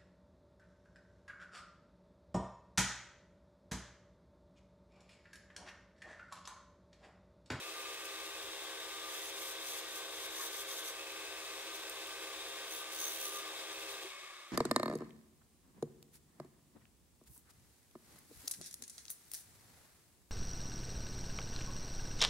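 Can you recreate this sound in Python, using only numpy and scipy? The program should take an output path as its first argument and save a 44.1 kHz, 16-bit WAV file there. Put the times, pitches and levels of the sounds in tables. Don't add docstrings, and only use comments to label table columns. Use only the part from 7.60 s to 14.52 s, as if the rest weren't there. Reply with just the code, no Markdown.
import sys
import numpy as np
from scipy import signal
from scipy.fft import rfft, irfft, next_fast_len
from scipy.io import wavfile
from scipy.ndimage import uniform_filter1d

SR = 44100
rng = np.random.default_rng(int(sys.argv[2]) if len(sys.argv) > 2 else 0)


def unload_audio(sound):
    columns = np.transpose(np.atleast_2d(sound))
    steps = np.round(np.clip(columns, -1, 1) * 32767)
    wavfile.write(sys.argv[1], SR, steps.astype(np.int16))


def voltage_ratio(level):
    return 10 ** (np.asarray(level, float) / 20)


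N = 305167
T = np.arange(N) / SR
HZ = np.maximum(np.fft.rfftfreq(next_fast_len(N), 1 / SR), 1)
HUM_HZ, SPINDLE_HZ, BELT_HZ, BEARING_HZ = 400.03, 75.65, 66.63, 171.58
OFF_S = 6.465
SWAP_S = 4.5


def rms_one(x):
    return x / np.sqrt(np.mean(x ** 2) + 1e-20)


def in_time(rows):
    s, *columns = np.transpose(rows)
    return [np.interp(T, s, c) for c in columns]


def at_hz(points):
    hz, db = np.array(points)[:, 0], np.array(points)[:, 1]
    return np.interp(np.log(HZ), np.log(hz), db)


def drift(rate, count=1):
    r = np.exp(-80 * np.pi * rate / SR)
    white = rng.standard_normal((count, len(T[::40]) + 2000))
    slow = signal.lfilter([1], [1, -2 * r, r * r], white)[:, 2000:]
    return slow / slow.std(axis=1, keepdims=True)


def every_sample(slow):
    return np.interp(T, T[::40], slow)


def wander(rate):
    return every_sample(drift(rate)[0])


def swell(s, half):
    return np.exp(-.5 * ((T - s) / half) ** 2)


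def through(x, gain):
    size = next_fast_len(N)
    return irfft(rfft(x, size) * gain, size)[..., :N]


def colour(x, points, modes):
    boost_db = sum(db / (1 + (2 * (HZ - hz) / width) ** 2) for hz, width, db in modes)
    return through(x, voltage_ratio(at_hz(points) + boost_db))


def resonate(x, modes):
    out = 0
    for k, (hz, width, db) in enumerate(modes):
        r = np.exp(-np.pi * width / SR)
        poles = [1, -2 * r * np.cos(2 * np.pi * hz / SR), r * r]
        out = out + (-1) ** k * voltage_ratio(db) * signal.lfilter([1 - r, 0, r - 1], poles, x)
    return out


def sliding(x, hz, width_hz):
    carrier = np.exp(2j * np.pi * np.cumsum(hz + 0 * T) / SR)
    r = np.exp(-np.pi * width_hz * 1.5 / SR)
    return rms_one((signal.lfilter([1], [1, -2 * r, r * r], x / carrier) * carrier).real)


def rings(x, rows):
    out = 0
    for hz, width, db in rows:
        strength, pitch = drift(12.5, count=2)
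        level = every_sample(voltage_ratio(db + 3.5 * strength))
        out = out + level * sliding(x, hz * every_sample(1 + .008 * pitch), width)
    return out


def tones(rows, waver_db):
    out = np.zeros((2, N))
    for cycles, db, pan_db, blur in rows:
        strength, phase = drift(4.26, count=2)
        angle = 2 * np.pi * cycles + blur * phase
        wave = every_sample(np.sqrt(2) * voltage_ratio(db + waver_db * strength)) * np.sin(every_sample(angle))
        out[0] += wave * voltage_ratio(pan_db / 2)
        out[1] += wave * voltage_ratio(-pan_db / 2)
    return out


# (hum multiple, spindle sideband, level [dB rms], left-right [dB])
HUM = [(1, -1, -67, 1), (1, 0, -62, 6), (1, 1, -69, 0), (1, 2, -72, 0), (1, 3, -71, 0), (2, -2, -75, 0),
       (2, -1, -77, 0), (2, 0, -69, 0), (2, 1, -76, 3), (2, 2, -76, 1), (3, -1, -69, 2)]
# (multiple of belt lap, level [dB rms], left-right [dB])
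BELT = [(1, -84, -1), (2, -90, -3), (5, -72, 3), (7, -65, -1), (8, -62, -1), (10, -69, 2), (11, -76, 2),
        (13, -74, 5), (14, -73, 2)]
# (multiple, belt sideband, level [dB rms], left-right [dB])
BEARING = [(4, 0, -75, 3), (7, 0, -65, 1), (9, -1, -75, 1), (9, 0, -65, 0), (9, 1, -72, 1), (10, 0, -70, 0),
           (11, 0, -72, -4), (12, 0, -71, 0), (14, 0, -71, -2), (16, 0, -71, -9), (19, 0, -67, 7),
           (20, 0, -69, 6), (22, 0, -65, 4), (23, 0, -69, 5)]
# (frequency [Hz], level [dB rms], left-right [dB])
WHINES = [(316.3, -77, 1), (378.8, -71, 1), (390.6, -74, 2), (542, -71, 0), (2164, -74, 0),
          (2593.7, -70, 2), (3525.1, -70, 1), (3591.7, -68, 6)]


def drive(turns, power):
    t, turns = T[::40], turns[::40]
    wobble = 0.26 / (2 * np.pi) * np.sin(2 * np.pi * 2.9 * turns)
    belt = BELT_HZ * turns + wobble
    hum = [(k * HUM_HZ * t + j * SPINDLE_HZ * t + (j < 0) / 2, db, pan, .15) for k, j, db, pan in HUM]
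    belts = [(k * belt + rng.random(), db, pan, .45) for k, db, pan in BELT]
    balls = [(k * BEARING_HZ * turns + j * belt + rng.random(), db, pan, 0.07 * k)
             for k, j, db, pan in BEARING]
    balls += [(hz * turns, db, pan, .7) for hz, db, pan in WHINES]
    pulling = tones(hum, waver_db=1.5) + tones(belts, waver_db=-1.0)
    return pulling * power + tones(balls, waver_db=3.0) * (power + voltage_ratio(-12) * (1 - power))


def throbbing_noise(turns):
    throb = 1 + 0.07 * np.sin(2 * np.pi * BELT_HZ * turns) + 0.064 * np.sin(2 * np.pi * BEARING_HZ * turns)
    return rng.standard_normal((2, N)) * throb * every_sample(voltage_ratio(0.59 * drift(31)[0]))


# (frequency [Hz], level [dB per Hz])
POWERED = [(20, -21.5), (70, -12.5), (185, -22.5), (260, -15), (330, -4.5), (700, -3), (1000, -3.5),
           (1420, -3.5), (1700, -1), (2900, 0), (3900, 0), (4150, -2), (9000, -7), (15900, -12)]
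# (frequency [Hz], level [dB per Hz])
COASTING = [(20, -15), (70, -17), (185, -23), (260, -21), (330, -15), (700, -5.5), (1000, -9.5), (1420, -9),
            (1700, 0), (2900, -3.5), (3900, -2), (4150, -5.5), (9000, -12), (15900, -22)]
# (frequency [Hz], width [Hz], boost [dB])
FRAME = [(530, 60, 4), (1080, 90, 7), (1190, 60, 6.5), (1600, 120, 2), (2190, 120, 4), (3300, 200, 2),
         (3590, 100, 2), (3790, 150, 3), (4880, 200, 2), (5810, 200, 2), (8300, 900, 3), (11500, 1500, -3),
         (12800, 300, 3), (14930, 150, 2)]
# (frequency [Hz], width [Hz], boost [dB])
COAST_MODES = [(376, 50, 12.5), (578, 35, 8), (800, 360, 0.5), (1143, 130, 5), (1704, 80, 1), (2220, 50, 4),
               (2490, 60, 3)]


def frame_rush(white, power, coast):
    level_db = -46.5 - 2.5 * coast - 26.5 * coast ** 2
    on = rms_one(colour(white, POWERED, FRAME))
    off = rms_one(colour(white, COASTING, FRAME + COAST_MODES))
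    return voltage_ratio(level_db) * (power * on + (1 - power) * voltage_ratio(-4.0) * off)


# (time [s], share [0-1])
GRIP = [
    (0, 0.1),
    (.55, 0.24),
    (.85, 0.84),
    (3.3, 0.96),
    (3.4, 0),
    (4.7, 0.4),
    (4.85, 0.85),
    (5.5, 0.41),
    (5.9, 0.5),
    (6.92, 0.4),
]
# (frequency [Hz], width [Hz], level [dB])
REST = [(2550, 220, 0)]
# (frequency [Hz], width [Hz], level [dB])
HEADSTOCK = [(3333, 360, 1), (3574, 153, 5), (3766, 51, 5)]


def rest_and_headstock(white, turns, coast):
    grip = np.clip(in_time(GRIP)[0], 0, 1)
    fade_db = 29 * coast
    shaking = white[::-1] + 12 * np.diff(np.floor(BEARING_HZ * turns), prepend=0)
    rest_db = -56 - 10.5 * grip + 1.5 * wander(25) - fade_db
    head_db = -63.5 + 10 * grip + 0.5 * wander(6.3) - fade_db
    rest = rms_one(resonate(resonate(shaking, REST), REST))
    head = rms_one(resonate(resonate(white[::-1], HEADSTOCK), HEADSTOCK))
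    return voltage_ratio(rest_db) * rest + voltage_ratio(head_db) * head


# (time [s], level [dB])
WHISTLING = [(0, -73), (.6, -71), (1.1, -70.5), (2, -72), (3.2, -79), (4.1, -74), (4.6, -79), (6.4, -82),
             (6.92, -100)]


def whistle(white):
    return voltage_ratio(in_time(WHISTLING)[0] + 2.5 * wander(10)) * sliding(white, 14930, 110)


# (time [s], level [dB])
DRONING = [(0, -64), (.17, -56.5), (.6, -60), (.94, -69), (1.5, -53.5), (1.65, -67), (1.84, -61),
           (2.15, -66), (3.4, -67), (4.1, -58), (4.34, -74), (4.5, -60), (5.0, -67), (5.3, -55.5),
           (5.4, -69), (5.85, -52.5), (6.0, -62), (6.45, -61.5)]


def drone(white, power):
    return power * voltage_ratio(in_time(DRONING)[0]) * sliding(white, 1199, 20)


# (start [s], build-up [s], length [s], shaving level at full depth [dB])
STROKES = [(1.455, .05, 0.24, -57), (1.73, 0.08, 0.19, -54.5), (2.014, 0.053, 0.18, -53),
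           (2.301, 0.061, 0.079, -53.5), (2.494, 0.045, 0.077, -59), (2.56, 0.099, 0.095, -52),
           (2.707, 0.11, 0.16, -50), (2.903, 0.026, 0.115, -53.5), (3.066, 0.029, 0.13, -53),
           (3.208, 0.047, 0.095, -53), (5.074, 0.063, 0.063, -49.5), (5.115, .045, 0.1, -55.5),
           (5.308, .02, 0.064, -51), (5.372, 0.023, 0.196, -47.5), (5.57, 0.037, 0.13, -49),
           (5.689, .035, 0.11, -53)]
# (time [s], half length [s], level [dB])
GRAZES = [(0.455, .008, -57), (0.66, 0.009, -56), (1.04, .008, -59), (2.425, .01, -62), (3.656, 0.011, -64),
          (4.156, .012, -55), (4.794, 0.014, -64), (4.894, 0.012, -61), (5.01, .01, -73),
          (6.125, .015, -64), (6.212, .02, -62), (6.318, 0.015, -58), (6.44, .012, -70)]


def pressure_of_edge(power):
    windage_db = -67.5 - T + 2.5 * wander(15)
    energy = voltage_ratio(2 * windage_db) * power
    flutter_db = .6 * wander(30)
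    touch_db, lift_s = -12, 0.032
    for s, build, length, db in STROKES:
        ease_db_per_s = 10.5 if s > SWAP_S else -8
        end_db = db - ease_db_per_s * (length - build)
        times = [-.01, 0, build, max(length, build + .001), length + lift_s + .002]
        levels = [db - 40, db + touch_db, db, end_db, end_db - 18]
        shape_db = np.interp(T - s, times, levels, right=-200, left=-200)
        energy = energy + voltage_ratio(2 * (shape_db + flutter_db))
    energy = energy + sum(voltage_ratio(2 * db) * np.exp(-((T - s) / half) ** 2) for s, half, db in GRAZES)
    return np.sqrt(energy)


def torn_fibres(turns, second):
    turn = 2 * np.pi * SPINDLE_HZ * turns
    grain_db = np.where(second, 2.2, 1.1) * np.sin(turn - 1.6)
    grain_db += np.where(second, 1.3, .8) * np.sin(2 * turn - 3.5)
    torn = rng.random((2, N)) < 12000 / SR
    tears = torn * rng.standard_normal((2, N)) * voltage_ratio(grain_db + .9 * wander(25))
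    return tears, tears * voltage_ratio(0.64 * grain_db)


# (frequency [Hz], level [dB per Hz])
SKEW = [(1500, -40), (3000, -5), (4500, -2.5), (6500, -6.5), (8000, -1.5), (10000, -1.5), (11700, -4),
        (13500, -1.5), (14500, -4), (15900, -11)]
# (frequency [Hz], width [Hz], boost [dB])
SKEW_MODES = [(10120, 700, -4), (11700, 900, -0.5), (13150, 200, 0), (14750, 300, 4)]
# (frequency [Hz], width [Hz], level [dB])
BLADE = [(5870, 52, 0.5), (6490, 106, 1)]
# (frequency [Hz], width [Hz], level against the hiss [dB])
SKEW_RINGS = [(10100, 420, -14), (12740, 200, -18), (13530, 260, -15), (14330, 420, -12.5)]


def skew_chisel(tears, chatter):
    hiss = rms_one(colour(tears, SKEW, SKEW_MODES))
    blade = voltage_ratio(-6.0 - 2 * wander(10)) * rms_one(resonate(chatter, BLADE))
    return hiss, blade + rings(tears, SKEW_RINGS)


# (frequency [Hz], level [dB per Hz])
PARTING = [(1500, -40), (3000, 1), (4500, -2), (6500, -4), (8000, -2), (9900, -4), (11600, -3), (13000, -3),
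           (15000, -1), (15900, -3.5)]
# (frequency [Hz], width [Hz], boost [dB])
PARTING_MODES = [(3670, 190, 4.1), (10100, 900, 1.5), (8490, 300, 3.9), (12800, 200, 3), (15600, 200, 4)]
# (frequency [Hz], width [Hz], level against the hiss [dB])
PARTING_RINGS = [(10900, 300, -18), (12800, 300, -19)]
# (time [s], lower ring [Hz], upper ring [Hz])
PLUNGE = [(5.05, 9890, 14880), (5.37, 9980, 15100), (5.40, 10500, 15000), (5.46, 10000, 14900),
          (5.53, 9720, 14750), (5.6, 10050, 14800), (5.69, 9840, 14600), (5.74, 10050, 14800),
          (5.82, 9900, 14550)]
# (frequency [Hz], width [Hz], level [dB], share of the chatter boost)
PARTING_BLADE = [(5990, 200, -11, .9), (6370, 240, -18, 2.1)]
# (start [s], length [s], boost [dB])
SINGING = [
    (5.108, .03, 5),
    (5.384, .1, 6),
    (5.471, 0.073, 3.5),
    (5.635, .055, 0.5),
    (5.743, .055, 3),
]


def parting_chisel(tears, chatter):
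    hiss = rms_one(colour(tears, PARTING, PARTING_MODES))
    singing_db = sum(db * np.exp(-((T - s - length / 2) / (length / 2)) ** 6) for s, length, db in SINGING)
    plunge = list(zip(in_time(PLUNGE), (650, 550), (-12, -17)))
    ring = rings(tears, PARTING_RINGS + plunge)
    ring += sum(voltage_ratio(db + share * singing_db) * sliding(chatter, hz, width)
                for hz, width, db, share in PARTING_BLADE)
    return hiss, ring


# (time [s], half length [s], level [dB])
CATCHES = [
    (2.827, 0.028, -50.5),
    (3.126, 0.028, -56),
    (5.13, 0.016, -68),
    (5.453, .08, -58),
]
# (frequency [Hz], width [Hz], level [dB])
BLANK = [(1010, 150, -7), (1280, 130, -3.5), (1740, 260, -8), (3350, 150, -1.5)]


def catches(tears):
    return sum(voltage_ratio(db) * swell(s, half) for s, half, db in CATCHES) * rms_one(resonate(tears, BLANK))


# (time [s], half length [s], level [dB], pitch [Hz], fall [Hz per s])
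GROANS = [
    (2.806, .013, -52, 1090, 900),
    (2.812, .012, -56, 1200, 0.),
    (2.848, .018, -55.5, 960, 500),
    (2.835, .013, -58, 1780, 500),
    (2.81, .01, -58, 1560, 0.),
    (3.125, .022, -57, 1130, 600),
]


def groans():
    blur = .9 * wander(40)
    out = np.zeros(N)
    for s, half, db, hz, fall in GROANS:
        t = T - s
        out += np.sqrt(2) * voltage_ratio(db) * swell(s, half) * np.sin(2 * np.pi * (hz - fall * t / 2) * t + blur)
    return out


def chisels(turns, power):
    second = T > SWAP_S
    tears, chatter = torn_fibres(turns, second)
    skew_hiss, skew_ring = skew_chisel(tears, chatter)
    parting_hiss, parting_ring = parting_chisel(tears, chatter)
    hiss = np.where(second, parting_hiss, skew_hiss)
    hiss = hiss + (voltage_ratio(1.2 * wander(9)) - 1) * through(hiss, 1 / (1 + (9900 / HZ) ** 12))
    ring = np.where(second, parting_ring, skew_ring)
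    return voltage_ratio(5.5) * pressure_of_edge(power) * (hiss + ring) + catches(tears) + groans()


# (time [s], peak level [dB], ring [Hz])
TAPS = [
    (0.344, -35, 2590),
    (3.5193, -34, 2548),
    (4.2958, -28.5, 8530),
    (4.47, -35, 2594),
    (6.8884, -49, 2220),
]


def taps():
    out = np.zeros((2, N))
    t = T[:SR // 8]
    for s, db, hz in TAPS:
        decay = np.exp(-t / 0.0014) + 0.21 * np.exp(-t / .015)
        crack = 0.5 * np.diff(rng.standard_normal((2, len(t) + 1))) * decay
        ring = np.sin(2 * np.pi * hz * t) * np.exp(-t / 0.0015)
        at = round((s + 0.00081) * SR)
        out[:, at:at + len(t)] += (voltage_ratio(db - 5) * (ring + crack))[:, :N - at]
    return out


# (time [s], half length [s], level [dB])
SET_DOWN = [
    (0.873, 0.032, -69),
]


def set_down():
    dull = rms_one(signal.lfilter([1], [1, -.96], rng.standard_normal(N)))
    return dull * sum(voltage_ratio(db) * swell(s, half) for s, half, db in SET_DOWN)


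def switch_thud():
    peak_db, hz, t60_s = -33, 382, 0.099
    t = np.maximum(T - 6.443, 0)
    return voltage_ratio(peak_db - 60 * t / t60_s) * (1 - np.exp(-t / 0.011)) * np.sin(2 * np.pi * hz * t)


# (frequency [Hz], width [Hz], level [dB], wander [Hz])
COAST_RINGS = [(1162, 120, -58, 51), (2200, 34, -62.5, 12.3)]


def coast_rings(white, power, coast):
    out = 0
    for hz, width, db, wander_hz in COAST_RINGS:
        ring = sliding(white, hz + wander_hz * wander(4.8), width)
        out = out + (1 - power) * voltage_ratio(db - 8 * coast) * ring
    return out


# (frequency [Hz], likeness [0-1])
LIKENESS = [(40, 0.75), (130, 0.65), (300, 0.57), (1400, 0.95), (2200, 1), (3200, 0.6), (6000, 0.34),
            (7200, 0.11), (11000, 0.092), (12800, 0.21), (15000, 0.13)]
# (frequency [Hz], left-right [dB])
LEANING = [(60, 6), (110, -7), (200, 5.5), (380, 2), (700, 0.5), (1290, 2), (2380, 0.5), (4400, 2.5),
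           (8120, 1.0), (15000, -1.5)]


def ports(pair):
    alike, lean = np.clip(at_hz(LIKENESS), 0, 1), voltage_ratio(at_hz(LEANING) / 2)
    right = through(pair[0], alike / lean) + through(pair[1], np.sqrt(1 - alike ** 2) / lean)
    return np.array([through(pair[0], lean), right])


def spindle_turns(coast):
    cutting = sum(1. * (T > s + build) * (T < s + length) for s, build, length, _ in STROKES)
    load = uniform_filter1d(cutting, size=round(.25 * SR))
    return T - .0028 * np.cumsum(load) / SR - 0.1 * coast ** 2


def scene():
    coast = np.maximum(T - OFF_S, 0)
    power = np.exp(-coast / .012)
    airing = np.exp(-np.maximum(T - 6.445, 0) / .045)
    turns = spindle_turns(coast)
    white = throbbing_noise(turns)
    rush = frame_rush(white, airing, coast) + rest_and_headstock(white, turns, coast)
    air = rng.standard_normal((2, N))
    squeals = whistle(air) + drone(air, power) + coast_rings(air, power, coast)
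    knocks = taps() + set_down() + switch_thud()
    return drive(turns, power) + ports(rush + chisels(turns, airing) + squeals) + knocks


def top_cut(x):
    return signal.sosfilt(signal.butter(12, 16090, fs=SR, output="sos"), x)


# (frequency [Hz], lag [radians])
LEFT_LAG = [(300, 0.12), (1400, 0.41), (2700, 1.43), (3500, 1.59), (5500, 2.84), (8500, 5.34), (12800, 8.9)]


def record(dry):
    left = through(dry[0], np.exp(-1j * at_hz(LEFT_LAG)))
    mix = through(np.array([left, dry[1]]), HZ < 15740)
    return top_cut(mix)


dry = scene()
out = record(dry)
unload_audio(out)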